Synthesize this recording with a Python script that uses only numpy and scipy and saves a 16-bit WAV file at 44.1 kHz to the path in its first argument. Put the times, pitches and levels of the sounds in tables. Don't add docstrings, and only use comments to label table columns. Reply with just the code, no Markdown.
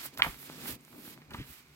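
import sys
import numpy as np
from scipy import signal
from scipy.fft import rfft, irfft
from scipy.io import wavfile
from scipy.ndimage import uniform_filter1d, minimum_filter1d

SR = 44100
rng = np.random.default_rng(int(sys.argv[2]) if len(sys.argv) > 2 else 0)


def file_out(sig):
    cols = np.atleast_2d(sig).T
    lim = np.clip(cols, -1, 1)
    pcm = np.round(lim * 32767).astype(np.int16)
    wavfile.write(sys.argv[1], SR, pcm)


N = 77175
T = np.arange(N) / SR
CUTOFF_HZ = 16100


def from_db(db):
    return 10 ** (np.asarray(db) / 20)


def rms_one(x):
    return x / np.sqrt(np.mean(x ** 2) + 1e-20)


def peak_at(x, db):
    return from_db(db) * x / np.abs(x).max()


def at_hz(points, hz):
    point_hz, value = np.transpose(points)
    return np.interp(np.log(hz + 1), np.log(point_hz), value)


def level(rows):
    return from_db(np.interp(T, *np.transpose(rows)))


def flicker(rate_hz):
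    size = max(int(SR / rate_hz), 1)
    return rms_one(uniform_filter1d(rng.standard_normal(N), size, mode="wrap"))


def band(x, hz, width):
    width = max(width, 1.05)
    edges_hz = [hz / width, min(hz * width, SR * .45)]
    return signal.sosfilt(signal.butter(2, edges_hz, "band", fs=SR, output="sos"), x + 1e-18)


def click(start_s):
    return 1.0 * (np.arange(N) == int(start_s * SR))


def ring(start_s, hz, t60_s):
    age_s = np.maximum(T - start_s, 0)
    return np.sin(2 * np.pi * hz * age_s) * from_db(-60 * age_s / t60_s)


def grains(rate_per_s, spread_db):
    sizes = from_db(spread_db * np.minimum(rng.exponential(1, N), 4))
    signs = rng.choice([-1, 1], N)
    return rms_one(sizes * signs * (rng.random(N) < rate_per_s / SR))


# (frequency [Hz], correlation [0..1])
LIKENESS = [(100, 0.89), (400, .88), (1200, 0.27), (2500, 0.38), (5000, 0.18), (13000, 0.15)]


def spread(pair, spectrum):
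    hz = np.fft.rfftfreq(N, 1 / SR)
    mid, side = rfft(pair)
    alike = np.clip(at_hz(LIKENESS, hz), 0, 1)
    sign = np.array([[1], [-1]])
    gain = from_db(at_hz(spectrum, hz)) * (hz > 34) * (hz < CUTOFF_HZ)
    channels = np.sqrt(1 + alike) * mid + sign * np.sqrt(1 - alike) * side
    return rms_one(irfft(gain * channels, N))


# (time [s], peak [dB], pitch [Hz])
SNAPS = [(0.221, 0, 2740), (.2219, -5, 2210)]
# (frequency [Hz], drive level re snap [dB], t60 [s])
SHEET_MODES = [(925, -40, .11), (1005, -35, .11), (1168, -34, .13), (1660, -34, .11), (1860, -21, .012),
               (2250, -34, .1), (2420, -16, .010), (3400, -21, .011)]
SNAP_WIDTH, SNAP_TOP_HZ = 1.45, 4400
SHEET_HZ, SHEET_WIDTH = 1900, 2.4


def snap():
    lowpass = signal.butter(7, SNAP_TOP_HZ, fs=SR, output="sos")
    pulses = 0
    for start_s, peak_db, hz in SNAPS:
        pulse = signal.sosfilt(lowpass, band(click(start_s), hz, SNAP_WIDTH))
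        pulses = pulses + peak_at(pulse, peak_db)
    start_s, peak_db, _ = SNAPS[0]
    ringing = sum(from_db(peak_db + mode_db) * ring(start_s, hz, t60_s)
                  for hz, mode_db, t60_s in SHEET_MODES)
    return pulses + band(ringing, SHEET_HZ, SHEET_WIDTH)


# (time of middle [s], level [dB], pitch [Hz], half length [s])
FLEXES = [(0.1753, -39, 3520, 0.00086), (0.193, -39, 1110, 0.00093), (0.2, -30.5, 1130, 0.0045),
          (0.231, -40, 2350, 0.0023), (0.2469, -28, 1010, 0.0024), (0.263, -39.5, 890, 0.007),
          (.271, -38, 795, 0.0054), (0.659, -42, 1400, 0.0023), (.809, -63, 8100, 0.003),
          (1.223, -60.5, 1490, 0.0075), (1.309, -46.5, 2350, 0.0011), (1.317, -50.5, 1170, 0.0084),
          (1.339, -44.5, 2780, 0.0027), (1.348, -37, 1160, 0.0028), (1.368, -58, 1830, 0.0053),
          (1.404, -51, 2200, 0.031)]
FLEX_WIDTH, FLEX_CLICKS_PER_S, FLEX_SPREAD_DB = 1.564, 4000, 3


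def flexing():
    out = 0
    for middle_s, level_db, hz, half_s in FLEXES:
        swell = np.exp(-.5 * ((T - middle_s) / half_s) ** 2)
        burst = band(grains(FLEX_CLICKS_PER_S, FLEX_SPREAD_DB) * swell, hz, FLEX_WIDTH)
        to_swell_energy = np.sqrt(np.sum(swell ** 2) / (np.sum(burst ** 2) + 1e-20))
        out = out + from_db(level_db) * burst * to_swell_energy
    return out


# (time [s], level [dB])
SLIDE = [(0, -42.5), (.045, -42), (.061, -41), (.069, -44.5), (.10, -58), (.122, -59.5), (.143, -51.5),
         (.168, -66.5), (.184, -42.5), (.218, -66), (.232, -41.5), (.29, -46.5), (.375, -54), (.42, -49),
         (.48, -48.5), (.58, -48.5), (.63, -45.5), (.68, -39.5), (.71, -39.5), (.755, -50), (.778, -69.5),
         (.86, -62), (.94, -58.5), (1.01, -56), (1.065, -48.5), (1.14, -51), (1.158, -63), (1.295, -75),
         (1.34, -52.5), (1.435, -59.5), (1.51, -51.5), (1.595, -54), (1.635, -64), (1.75, -64.5)]
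# (frequency [Hz], density [dB per Hz])
HISS = [(200, -5), (600, -10), (1300, -2.5), (2400, -1.5), (4500, -3), (6500, -7.5), (8000, -5), (9500, -6),
        (12500, 1.5), (15500, -4)]
# (time [s], level [dB])
FIZZ = [(.02, -7), (.06, 4), (.11, -23), (.16, 1), (.24, -1), (.28, -1), (.37, -3.5), (.415, 3.5),
        (.50, -8), (.60, -6.5), (.68, 1.5), (.77, -4), (.81, -2), (1.05, 0.5), (1.14, -4.5), (1.28, -3),
        (1.40, -5.5), (1.51, 0.5), (1.62, -6.5)]
FIZZ_ABOVE_HZ = 8800
GRAINS_PER_S, GRAIN_SPREAD_DB, GRAIN_DB, SLIDE_FLICKER_DB = 5500, 5, -4, 0.86


def sliding():
    slips = np.array([grains(GRAINS_PER_S, GRAIN_SPREAD_DB) for _ in range(2)])
    hiss = spread(rng.standard_normal((2, N)) + from_db(GRAIN_DB) * slips, HISS)
    highpass = signal.butter(4, FIZZ_ABOVE_HZ, "high", fs=SR, output="sos")
    top = signal.sosfiltfilt(highpass, hiss)
    fizzy = hiss - top + top * level(FIZZ)
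    return fizzy * level(SLIDE) * from_db(SLIDE_FLICKER_DB * flicker(rate_hz=83))


# (time [s], peak [dB], pitch [Hz])
TICKS = [(.056, -34, 885), (.0625, -24.5, 12000), (0.1516, -47, 700), (0.1761, -26, 9200),
         (0.176, -31, 1350), (0.185, -47, 3000), (.2005, -39, 1270), (0.327, -45, 1210), (.344, -38, 1200),
         (.430, -39, 1210), (0.495, -35, 1800), (.4993, -33.5, 775), (.850, -38, 7000), (.880, -46, 850),
         (.929, -43.5, 755), (.949, -47, 1010), (1.078, -40, 980), (1.1769, -39.5, 1160),
         (1.219, -43, 1400), (1.3072, -36, 9050), (1.3143, -39, 1380), (1.3475, -40, 1570)]
TICK_WIDTH = 2


def ticks():
    return sum(peak_at(band(click(start_s), hz, TICK_WIDTH), peak_db) for start_s, peak_db, hz in TICKS)


# (time [s], level [dB])
RUB = [(0, -59), (.06, -58), (.11, -63), (.16, -54.5), (.22, -51.5), (.28, -55), (.33, -61), (.39, -59.5),
       (.47, -57), (.57, -52), (.70, -45), (.79, -61.5), (.89, -67.5), (.94, -50.5), (1.07, -57),
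       (1.16, -57), (1.26, -64), (1.34, -49), (1.43, -60.5), (1.58, -70.5), (1.75, -68)]
# (frequency [Hz], density [dB per Hz])
BLOCK = [(35, -17), (70, -34), (100, -13), (140, -3), (185, -5), (250, 1.5), (380, -7), (550, -13.5),
         (1000, -17.5), (2500, -45)]


def rubbing():
    return spread(rng.standard_normal((2, N)), BLOCK) * level(RUB)


# (time [s], peak [dB], pitch [Hz])
BUMPS = [(0.2671, -33, 230), (.273, -38, 124), (0.283, -39.5, 53), (0.4982, -40, 290), (0.989, -41.5, 247),
         (1.077, -42, 214), (1.343, -39.5, 138), (1.385, -34.5, 124), (1.399, -35.5, 215), (1.402, -43, 76),
         (1.412, -38, 132)]
BUMP_WIDTH, BUMP_CYCLES = 2.22, 3.06


def bumps():
    out = 0
    for start_s, peak_db, hz in BUMPS:
        thud = ring(start_s, hz, BUMP_CYCLES / hz)
        out = out + peak_at(band(thud, hz, BUMP_WIDTH), peak_db)
    return out


# (time [s], level [dB])
ROCK = [(0, -62), (.10, -84), (.20, -52.5), (.23, -54), (.285, -41.5), (.32, -63), (.365, -56.5),
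        (.40, -81), (.60, -67), (.66, -70), (.74, -48.5), (.79, -71), (1.18, -83), (1.27, -65.5),
        (1.31, -51), (1.37, -60), (1.41, -40.5), (1.44, -63), (1.51, -56), (1.57, -78), (1.75, -67)]
# (frequency [Hz], density [dB per Hz])
BEDDING = [(30, -16), (45, -5), (70, 7), (92, -11.5), (130, 5), (200, -8), (400, -10.5), (1000, -48)]


def rocking():
    return spread(rng.standard_normal((2, N)), BEDDING) * level(ROCK)


# (frequency [Hz], level [dB])
ROOM = [(60, -18), (300, -14), (1000, 3), (2300, -3), (4000, -7.5), (8000, 3.5), (15000, 4)]
ROOM_DB, ROOM_T60_S, ROOM_DELAY_S = -8, 0.22, .005


def room(x):
    colour = from_db(at_hz(ROOM, np.fft.rfftfreq(N, 1 / SR)))
    noise = irfft(rfft(rng.standard_normal((2, N))) * colour, N)
    tail = noise * (T > ROOM_DELAY_S) * from_db(-60 * T / ROOM_T60_S)
    tail = tail / np.sqrt(np.sum(tail ** 2) / 2)
    return from_db(ROOM_DB) * signal.fftconvolve(x[None], tail, axes=1)[:, :N]


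# (frequency [Hz], density [dB per Hz])
FLOOR = [(30, -12), (60, 0), (140, 0.5), (300, -9), (600, -12), (1200, -4), (1800, -8), (2350, -0.5),
         (3000, -12.5), (4000, -9), (8000, -18.5), (15000, -42)]
FLOOR_DB, HUM_DB, HUM_HZ, HUM_WIDTH = -64.5, -66, 144, 1.06


def background():
    drone = rms_one(band(rng.standard_normal(N + SR), HUM_HZ, HUM_WIDTH)[SR:])
    return from_db(FLOOR_DB) * spread(rng.standard_normal((2, N)), FLOOR) + from_db(HUM_DB) * drone


# (frequency [Hz], left minus right [dB])
BALANCE = [(100, 0), (700, .5), (1400, -2.5), (2600, -4), (4500, -3.5), (8000, -3), (13000, -7)]
RIGHT_LAG_S = .00013


def microphones(x):
    hz = np.fft.rfftfreq(2 * N, 1 / SR)
    tilt = from_db(at_hz(BALANCE, hz) / 2)
    lag = np.exp(-2j * np.pi * hz * RIGHT_LAG_S)
    return irfft(rfft(x, 2 * N) * np.array([tilt, lag / tilt]))[:, :N]


def scene():
    paper = snap() + flexing() + ticks()
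    return microphones(paper + room(paper) + sliding() + rubbing() + bumps() + rocking() + background())


LIMIT, LIMITER_S = .97, .001


def record(dry):
    size = int(LIMITER_S * SR)
    allowed = LIMIT / np.maximum(np.abs(dry).max(0), LIMIT)
    gain = uniform_filter1d(minimum_filter1d(allowed, size=size), size=size)
    lowpass = signal.cheby2(16, 50, CUTOFF_HZ + 600, fs=SR, output="sos")
    return signal.sosfiltfilt(lowpass, dry * gain)


dry = scene()
out = record(dry)
file_out(out)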